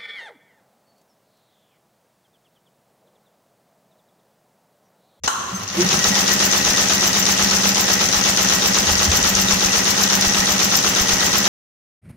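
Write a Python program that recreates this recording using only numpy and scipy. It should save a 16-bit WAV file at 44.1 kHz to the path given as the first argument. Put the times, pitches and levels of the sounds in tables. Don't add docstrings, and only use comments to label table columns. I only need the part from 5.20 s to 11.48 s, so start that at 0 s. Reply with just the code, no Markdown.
import sys
import numpy as np
from scipy import signal
from scipy.fft import rfft, irfft
from scipy.io import wavfile
from scipy.ndimage import uniform_filter1d

SR = 44100
rng = np.random.default_rng(int(sys.argv[2]) if len(sys.argv) > 2 else 0)


def unload_audio(sound):
    columns = np.transpose(np.atleast_2d(sound))
    steps = np.round(np.clip(columns, -1, 1) * 32767)
    wavfile.write(sys.argv[1], SR, steps.astype(np.int16))


N = 276948
TIME = np.arange(N) / SR
FREQ = np.fft.rfftfreq(2 * N, 1 / SR)

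# share of a turn after the punch, bright clink level/dB, dull clack level/dB
LINK_HITS = [(0, 0.5, -14), (.047, 2.5, -15), (.085, -21, -2.5), (.17, -1, -1), (.258, -0.5, -12),
             (.377, -5.5, -6.5), (.415, -6, -11), (0.485, -0.5, -24), (.573, 2.5, -0.5), (0.639, -3, 0.5),
             (.70, -3, -8), (0.772, 0, -5), (.825, -5.5, -1.5), (0.878, 2.5, -8), (0.907, -10.5, -10)]
# f/Hz, level/dB
STEEL_EQ = [(300, -23), (1500, -20.5), (3000, -12), (4600, -7), (5800, 3), (6350, 1.5), (7100, -9),
            (7700, -45.5), (11000, -23), (16000, -45)]
RUN_UP_STROKES = [.35, .61, .763]


def strokes(full_speed_s=.885, turn_s=.12323):
    # t/s, lag/s
    drag = [(1.25, -.001), (1.7, .0013), (2.25, -.0012), (3.15, -.001), (3.65, .0026), (4.7, .0012),
            (6.2, -.002)]
    beat = np.arange(full_speed_s, TIME[-1] + turn_s, turn_s)
    return np.r_[RUN_UP_STROKES, beat + np.interp(beat, *np.transpose(drag))]


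def each_turn(share, jitter_s):
    beat = strokes()
    return beat + share * np.gradient(beat) + jitter_s * rng.standard_normal(len(beat))


def effort(times, on_s=.036):
    # t/s, level/dB
    drive = [(.04, -2), (.12, -21.5), (.42, -10.5), (.52, -11), (.62, 0), (.9, 1.3)]
    return undb(np.interp(times, *np.transpose(drive))) * (times > on_s)


def crank():
    # share of the turn, cam level/dB, slide level/dB, bristle level/dB
    load_cycle = [(0, -3.5, -3.5, 11.5), (.1, 2, -1.5, 10), (.2, -1, -4, 3.5), (.33, 1, -2, 4),
                  (.45, -4, -2.5, 7.5), (.55, -4.5, -2, 8.5), (.65, -5.5, 3, 6.5), (.78, 4.5, 3, 3.5),
                  (.9, 1, -0.5, 14.5), (1, 2.5, 0, 12.5)]
    beat = strokes()
    turn = np.interp(TIME, np.r_[0, beat], np.r_[.5, 1 + np.arange(len(beat))]) % 1
    share, *loads = np.transpose(load_cycle)
    return turn, *(undb(np.interp(turn, share, db)) * effort(TIME) for db in loads)


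def tightness(times, tightest_s=1.2, cycle_s=.716):
    return np.cos(2 * np.pi * (times - tightest_s) / cycle_s)


def links(db=-23.5, scatter_db=2.5, jitter_s=.00039, latch_db=-36, latch_share=.573):
    # f/Hz, width/Hz, level/dB
    latch_modes = [(3790, 210, 20), (8700, 220, -9.5)]
    shares, clink_db, _ = np.transpose(LINK_HITS)
    times = np.concatenate([each_turn(share, jitter_s) for share in shares])
    sizes = undb(np.repeat(clink_db, len(strokes())) + scatter_db * rng.standard_normal(len(times)))
    contacts = bursts(times, sizes * effort(times), decay_s=.0038, rise_s=.001)
    steel = filtered(contacts, undb(along(STEEL_EQ)))
    snaps = each_turn(latch_share, jitter_s)
    latch = filtered(bursts(snaps, effort(snaps), decay_s=.0016), resonances(latch_modes))
    return level(steel, db) + level(latch, latch_db)


def punch(db=-35, slide_db=-12, lead_s=.017, rod_db=-33, rod_hz=7272, rod_width_hz=12,
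          tight_db=4, scatter_db=1):
    # f/Hz, width/Hz, level/dB
    punch_modes = [(11800, 500, -18), (14150, 180, -4), (14270, 98, -4), (14950, 400, -15)]
    times = strokes()[len(RUN_UP_STROKES):]
    sizes = undb(tight_db * tightness(times) + scatter_db * rng.standard_normal(len(times)))
    scrape = bursts(times - .001, sizes, decay_s=.0043, rise_s=.002)
    slide = undb(slide_db) * bursts(times - lead_s, sizes, decay_s=.011, rise_s=.0072)
    squeal = filtered(scrape + slide, resonances(punch_modes))
    rod = filtered(blows(times, sizes ** .7 * effort(times)), resonances([(rod_hz, rod_width_hz, 0)]))
    return level(squeal, db) + level(rod, rod_db) * np.array([[1], [.5]])


def slides(load):
    # f/Hz, level/dB
    slide_eq = [(200, -18.5), (600, -3.5), (1400, -5.5), (2200, -7.5), (3000, -2.5), (4600, -4.5),
                (5800, 0), (6500, 0), (7300, -9), (7700, -20.5), (16000, -31)]
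    return chatter(load, slide_eq, db=-21.5, per_s=1500, spread_db=1.5, decay_s=.0034)


def cams(turn, load, db=-26.5, casting_db=-31.5, repeat_hz=860, size=2048):
    # f/Hz, level/dB
    cam_eq = [(25, -21), (55, -20), (76, 1.5), (105, -4), (135, -7.5), (190, 0.5), (240, -1), (380, -11.5),
              (480, -1), (800, -5.5), (1400, -4.5), (2200, -4.5), (5000, -18.5)]
    # f/Hz, width/Hz, level/dB
    casting_modes = [(132, 25, -2.5), (271.5, 9, 0), (363.7, 13.6, 5), (588, 19, -7.5), (814, 62, -3),
                     (1283, 17, -1.5), (1495, 14, -10), (1787, 7.7, 3.5), (1918, 14, 3.5), (2693, 13, 1.5),
                     (2890, 52, -9)]
    profiles = irfft(np.exp(2j * np.pi * rng.random((2, size // 2 + 1))))
    bumps = np.array([np.interp(turn * size, np.arange(size), profile) for profile in profiles])
    repeating = 1 / (1 + (FREQ / repeat_hz) ** 2)
    force = filtered(level(bumps, -6) * load, np.sqrt(repeating))
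    force += filtered(noise() * load, np.sqrt(1 - repeating))
    rumble = filtered(force, undb(along(cam_eq)))
    ring = filtered(force, resonances(casting_modes))
    return level(rumble, db) + level(ring, casting_db)


def bristles(load):
    # f/Hz, level/dB
    bristle_eq = [(2000, -8), (6000, 10.5), (8300, 2.5), (10000, -3), (12000, -7), (13400, -18),
                  (14400, -20), (15200, -24), (16000, -23)]
    return chatter(load * effort(TIME), bristle_eq, db=-26.5, per_s=2000, spread_db=.9, decay_s=.00097)


def clacks(db=-30, decay_s=.0066, jitter_s=.00025, scatter_db=2.2, size=2048):
    # f/Hz, level/dB
    clack_eq = [(120, -21), (250, -4.5), (380, 1), (520, -2.5), (850, -5.5), (1400, -1), (2200, -8.5),
                (5000, -19)]
    out = 0
    for share, _, clack_db in LINK_HITS:
        times = each_turn(share, jitter_s)
        sizes = undb(clack_db + scatter_db * rng.standard_normal(len(times))) * effort(times)
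        body = rng.standard_normal((2, size)) * np.exp(-TIME[:size] / decay_s)
        out = out + signal.oaconvolve(blows(times, sizes)[None], body)[:, :N]
    return level(filtered(out, undb(along(clack_eq))), db)


def frame(db=-31.5, hz=196.4, rise_s=.0088, jitter_s=.00069, scatter_db=2,
          hum_db=-40, hum_cycles_per_turn=24, right_lag_s=.0004):
    # share of a turn, level/dB
    shoves = [(0.18, 1.5), (0.6, -1.5), (0.8, -2.5)]
    # t/s, level/dB
    shaking = [(.35, -41.5), (.61, -28.5), (1.0, -34.5), (1.55, -38.5), (2.15, -32), (3.05, -37),
               (3.75, -36.5), (4.2, -32), (4.5, -35.5), (5.1, -33.5), (5.75, -36), (6.28, -34.5)]
    # t/s, boost/dB
    accents = [(.885, 5), (3.226, 5.5), (3.35, 6.5), (3.474, 8.5), (3.598, 8), (4.952, 5.5)]
    times = strokes()
    shares, shove_db = np.transpose(shoves)
    sizes_db = shove_db[:, None] + np.interp(times, *np.transpose(shaking))
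    sizes_db += scatter_db * rng.standard_normal((len(times), len(shoves))).T
    for at, boost_db in accents:
        sizes_db[0, np.argmin(abs(times - at))] += boost_db
    force = sum(blows(each_turn(share, jitter_s), undb(row)) for share, row in zip(shares, sizes_db))
    ring = TIME * np.exp(-TIME / rise_s) * np.sin(2 * np.pi * hz * TIME)
    strain = undb(np.interp(TIME, *np.transpose(shaking)))
    hum = np.sin(2 * np.pi * hum_cycles_per_turn * (crank()[0] - shares[0])) * strain * effort(TIME) ** 2
    shake = level(signal.fftconvolve(force, ring)[:N], db) + level(hum, hum_db)
    return filtered(shake, np.exp(-2j * np.pi * np.outer([0, right_lag_s], FREQ)))


def clutch(at_s=.0755, grab_s=.0094, ring_s=.22, judder_depth=.15, judder_hz=110, dull_hz=7500,
           air_db=-31, air_s=.073):
    # f/Hz, width/Hz, level/dB
    plate_modes = [(1115, 116, 3.5), (1340, 110, -3), (2950, 610, -13), (3970, 320, -16.5), (6230, 620, -5)]
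    age = np.maximum(TIME - at_s, 0)
    grab = undb(-13) * np.sin(np.pi * np.minimum(age / grab_s, 1)) ** 2
    judder = 1 + judder_depth * np.cos(2 * np.pi * judder_hz * age)
    slip = undb(-25) * np.exp(-age / ring_s) * (age > 0) * judder
    plates = level(filtered(noise(), resonances(plate_modes) / (1 + (FREQ / dull_hz) ** 4)), 2.9)
    hiss = level(filtered(noise(), resonances([(6550, 3500, 0)])), air_db)
    return plates * (grab + slip) + hiss * np.exp(-age / air_s) * (age > 0)


def feed(db=-35, share=.485, jitter_s=.0006, scatter_db=3,
         centre_hz=5950, spread_hz=280, width_hz=900, decay_s=.0034, size=512):
    out = np.zeros((2, N + size))
    hz = np.fft.rfftfreq(size, 1 / SR)
    fade = np.exp(-TIME[:size] / decay_s)
    times = each_turn(share, jitter_s)
    for at in times[times < TIME[-1]]:
        strength, pitch = rng.standard_normal(2)
        peak = 1 / (1 + ((hz - centre_hz - spread_hz * pitch) / width_hz) ** 2)
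        ring = irfft(peak * np.exp(2j * np.pi * rng.random((2, len(hz)))))
        first = int(at * SR)
        out[:, first:first + size] += effort(at) * undb(scatter_db * strength) * ring * fade
    return level(out[:, :N], db)


def guard(turn, db=-35, hz=1922, width_hz=26, peak_share=.41, swing_db=4, surge_db=3):
    surge = level(uniform_filter1d(uniform_filter1d(rng.standard_normal(N), size=1500), size=1500), 0)
    swing = np.cos(2 * np.pi * (turn - peak_share))
    drive = noise() * effort(TIME) * undb(swing_db * swing + surge_db * surge)
    return level(filtered(drive, resonances([(hz, width_hz, 0)])), db)


def pings(db=-37, per_s=30, low_hz=2500, high_hz=9800, decay_s=.005,
          range_db=6, tilt_db_per_octave=-4, size=1536):
    out, age = np.zeros((2, N + size)), TIME[:size]
    for when, note, strength, left_phase, right_phase in rng.random((int(per_s * TIME[-1]), 5)):
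        at, hz = when * TIME[-1], low_hz * (high_hz / low_hz) ** note
        gain = effort(at) * undb(range_db * strength + tilt_db_per_octave * np.log2(hz / low_hz))
        tone = np.sin(2 * np.pi * (hz * age + np.array([[left_phase], [right_phase]])))
        first = int(at * SR)
        out[:, first:first + size] += gain * np.exp(-age / decay_s) * tone
    return level(out[:, :N], db)


def ticks():
    # t/s, body level/dB, edge level/dB
    tick_cues = [(0.037, -21, -51.5), (0.043, -20, -45), (0.06, -16, -40), (0.078, -14, -32),
                 (.433, -22, -28), (0.478, -21, -30), (0.487, -19, -36.5), (0.607, -11, -40),
                 (.618, -10, -40), (.689, -11, -40), (.886, -22, -18), (5.01, -12, -9.5)]
    times, body_db, edge_db = np.transpose(tick_cues)
    body = filtered(bursts(times, undb(body_db), decay_s=.0054), undb(along(STEEL_EQ) + 7.5))
    return body + bursts(times, undb(edge_db), decay_s=.0013)


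def squeak():
    # f/Hz, level/dB
    partials = [(6282, -27.5), (8075, -40), (12053, -45)]
    rub = np.interp(TIME, [.343, .352, .38, .395], [0, .88, .29, 0])
    return rub * sum(np.sqrt(2) * undb(db) * np.sin(2 * np.pi * hz * TIME) for hz, db in partials)


def servos():
    # middle t/s, length/s, start f/Hz, end f/Hz, level/dB
    moves = [(.346, 0.081, 180, 200, -26.5), (0.447, 0.13, 98.7, 103, -38), (0.59, 0.1, 186.6, 192, -23.5),
             (0.604, 0.085, 325, 377, -16), (0.643, 0.11, 186, 180, -20), (3.707, 0.2, 84, 76, -30),
             (3.898, 0.078, 80, 73, -18)]
    out = np.zeros(N)
    for middle, length, from_hz, to_hz, db in moves:
        progress = np.clip((TIME - middle) / length + .5, 0, 1)
        phase = 2 * np.pi * np.cumsum(from_hz + (to_hz - from_hz) * progress) / SR
        out += np.sqrt(2) * undb(db) * np.sin(np.pi * progress) ** 2 * np.sin(phase)
    return out


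def thuds(db=-45, push_s=.0041, loose_db=15, scatter_db=2, growth_db_per_s=2.5):
    times = strokes()[len(RUN_UP_STROKES):]
    sizes_db = -loose_db * tightness(times) + growth_db_per_s * times
    sizes_db += scatter_db * rng.standard_normal(len(times))
    soft_push = np.exp(-(np.pi * FREQ * push_s) ** 2) * FREQ / (FREQ + 15)
    return level(filtered(blows(times, undb(sizes_db)), soft_push), db)


def bed(travel_db=-33, idle_db=-47):
    # f/Hz, level/dB
    bed_eq = [(15, -20), (35, -2), (80, 7), (120, -1), (250, -38), (1000, -70)]
    travel = np.interp(TIME, [3.6, 3.9, 4.15, 4.45], [0, .91, .49, 0])
    rumble = level(filtered(noise(), undb(along(bed_eq))), 0)
    return rumble * (undb(travel_db) * travel + undb(idle_db) * effort(TIME))


def workshop(x, wet_db=-7, t60_s=.14):
    tail = noise() * np.exp(-np.log(1000) * TIME / t60_s) * (TIME > .003)
    tail /= np.sqrt(np.sum(tail ** 2) / 2)
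    return x + undb(wet_db) * signal.fftconvolve(x, tail, axes=1)[:, :N]


def chatter(load, spectrum, db, per_s, spread_db, decay_s):
    when, rarity = rng.random((int(per_s * TIME[-1]), 2)).T
    sizes = undb(-spread_db * np.log(np.clip(rarity, .01, 1)))
    contacts = bursts(when * TIME[-1], sizes, decay_s) * load
    return level(filtered(contacts, undb(along(spectrum))), db)


def bursts(times, sizes, decay_s, rise_s=.00063):
    power = blows(times, sizes ** 2) + 1e-18
    for seconds in (decay_s, rise_s):
        pole = np.exp(-2 / (seconds * SR))
        power = signal.lfilter([np.sqrt(1 - pole)], [1, -pole], power)
    return np.sqrt(power * np.sqrt(decay_s / rise_s)) * noise()


def blows(times, sizes):
    inside = (times >= 0) & (times < TIME[-1])
    return np.bincount((times[inside] * SR).astype(int), sizes[inside], N)


def noise():
    return rng.standard_normal((2, N))


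def resonances(modes):
    return sum(undb(db) * 1j * FREQ * width / (hz ** 2 - FREQ ** 2 + 1j * FREQ * width)
               for hz, width, db in modes)


def along(points):
    hz, value = np.transpose(points)
    return np.interp(np.log(FREQ + 1), np.log(hz), value)


def filtered(x, gain):
    return irfft(rfft(x, 2 * N) * gain)[..., :N]


def level(x, db):
    return x * undb(db) / np.sqrt(np.mean(x ** 2))


def undb(db):
    return 10 ** (np.asarray(db) / 20)


def scene():
    # f/Hz, likeness (0 wide, 1 mono)
    likeness = [(100, .97), (140, 1.1), (290, 0.68), (640, 0), (1400, 0.27), (3000, 0), (16000, 0)]
    turn, cam_load, slide_load, bristle_load = crank()
    texture = cams(turn, cam_load) + slides(slide_load) + bristles(bristle_load)
    hits = workshop(links() + feed() + punch() + clutch())
    mid, side = hits + guard(turn) + clacks() + texture + bed()
    alike = np.clip(along(likeness), -1, .98)
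    mid = filtered(mid, np.sqrt((1 + alike) / 2))
    side = filtered(side, np.sqrt((1 - alike) / 2))
    stereo = np.array([mid + side, mid - side])
    return stereo + ticks() + squeak() + frame() + servos() + thuds() + pings()


def record(dry, top_hz=15700):
    # f/Hz, left minus right level/dB
    balance = [(100, 1), (400, -2), (1300, -0.7), (2400, 0.5), (4400, 0), (6200, 7.5), (7500, -5.5),
               (9500, 0.5), (14400, 4)]
    tilt = undb(np.outer([.5, -.5], along(balance)))
    heard = filtered(dry, tilt / np.sqrt(np.mean(tilt ** 2, axis=0)))
    return signal.sosfilt(signal.ellip(10, .2, 80, top_hz, fs=SR, output="sos"), heard)


dry = scene()
out = record(dry)
unload_audio(out)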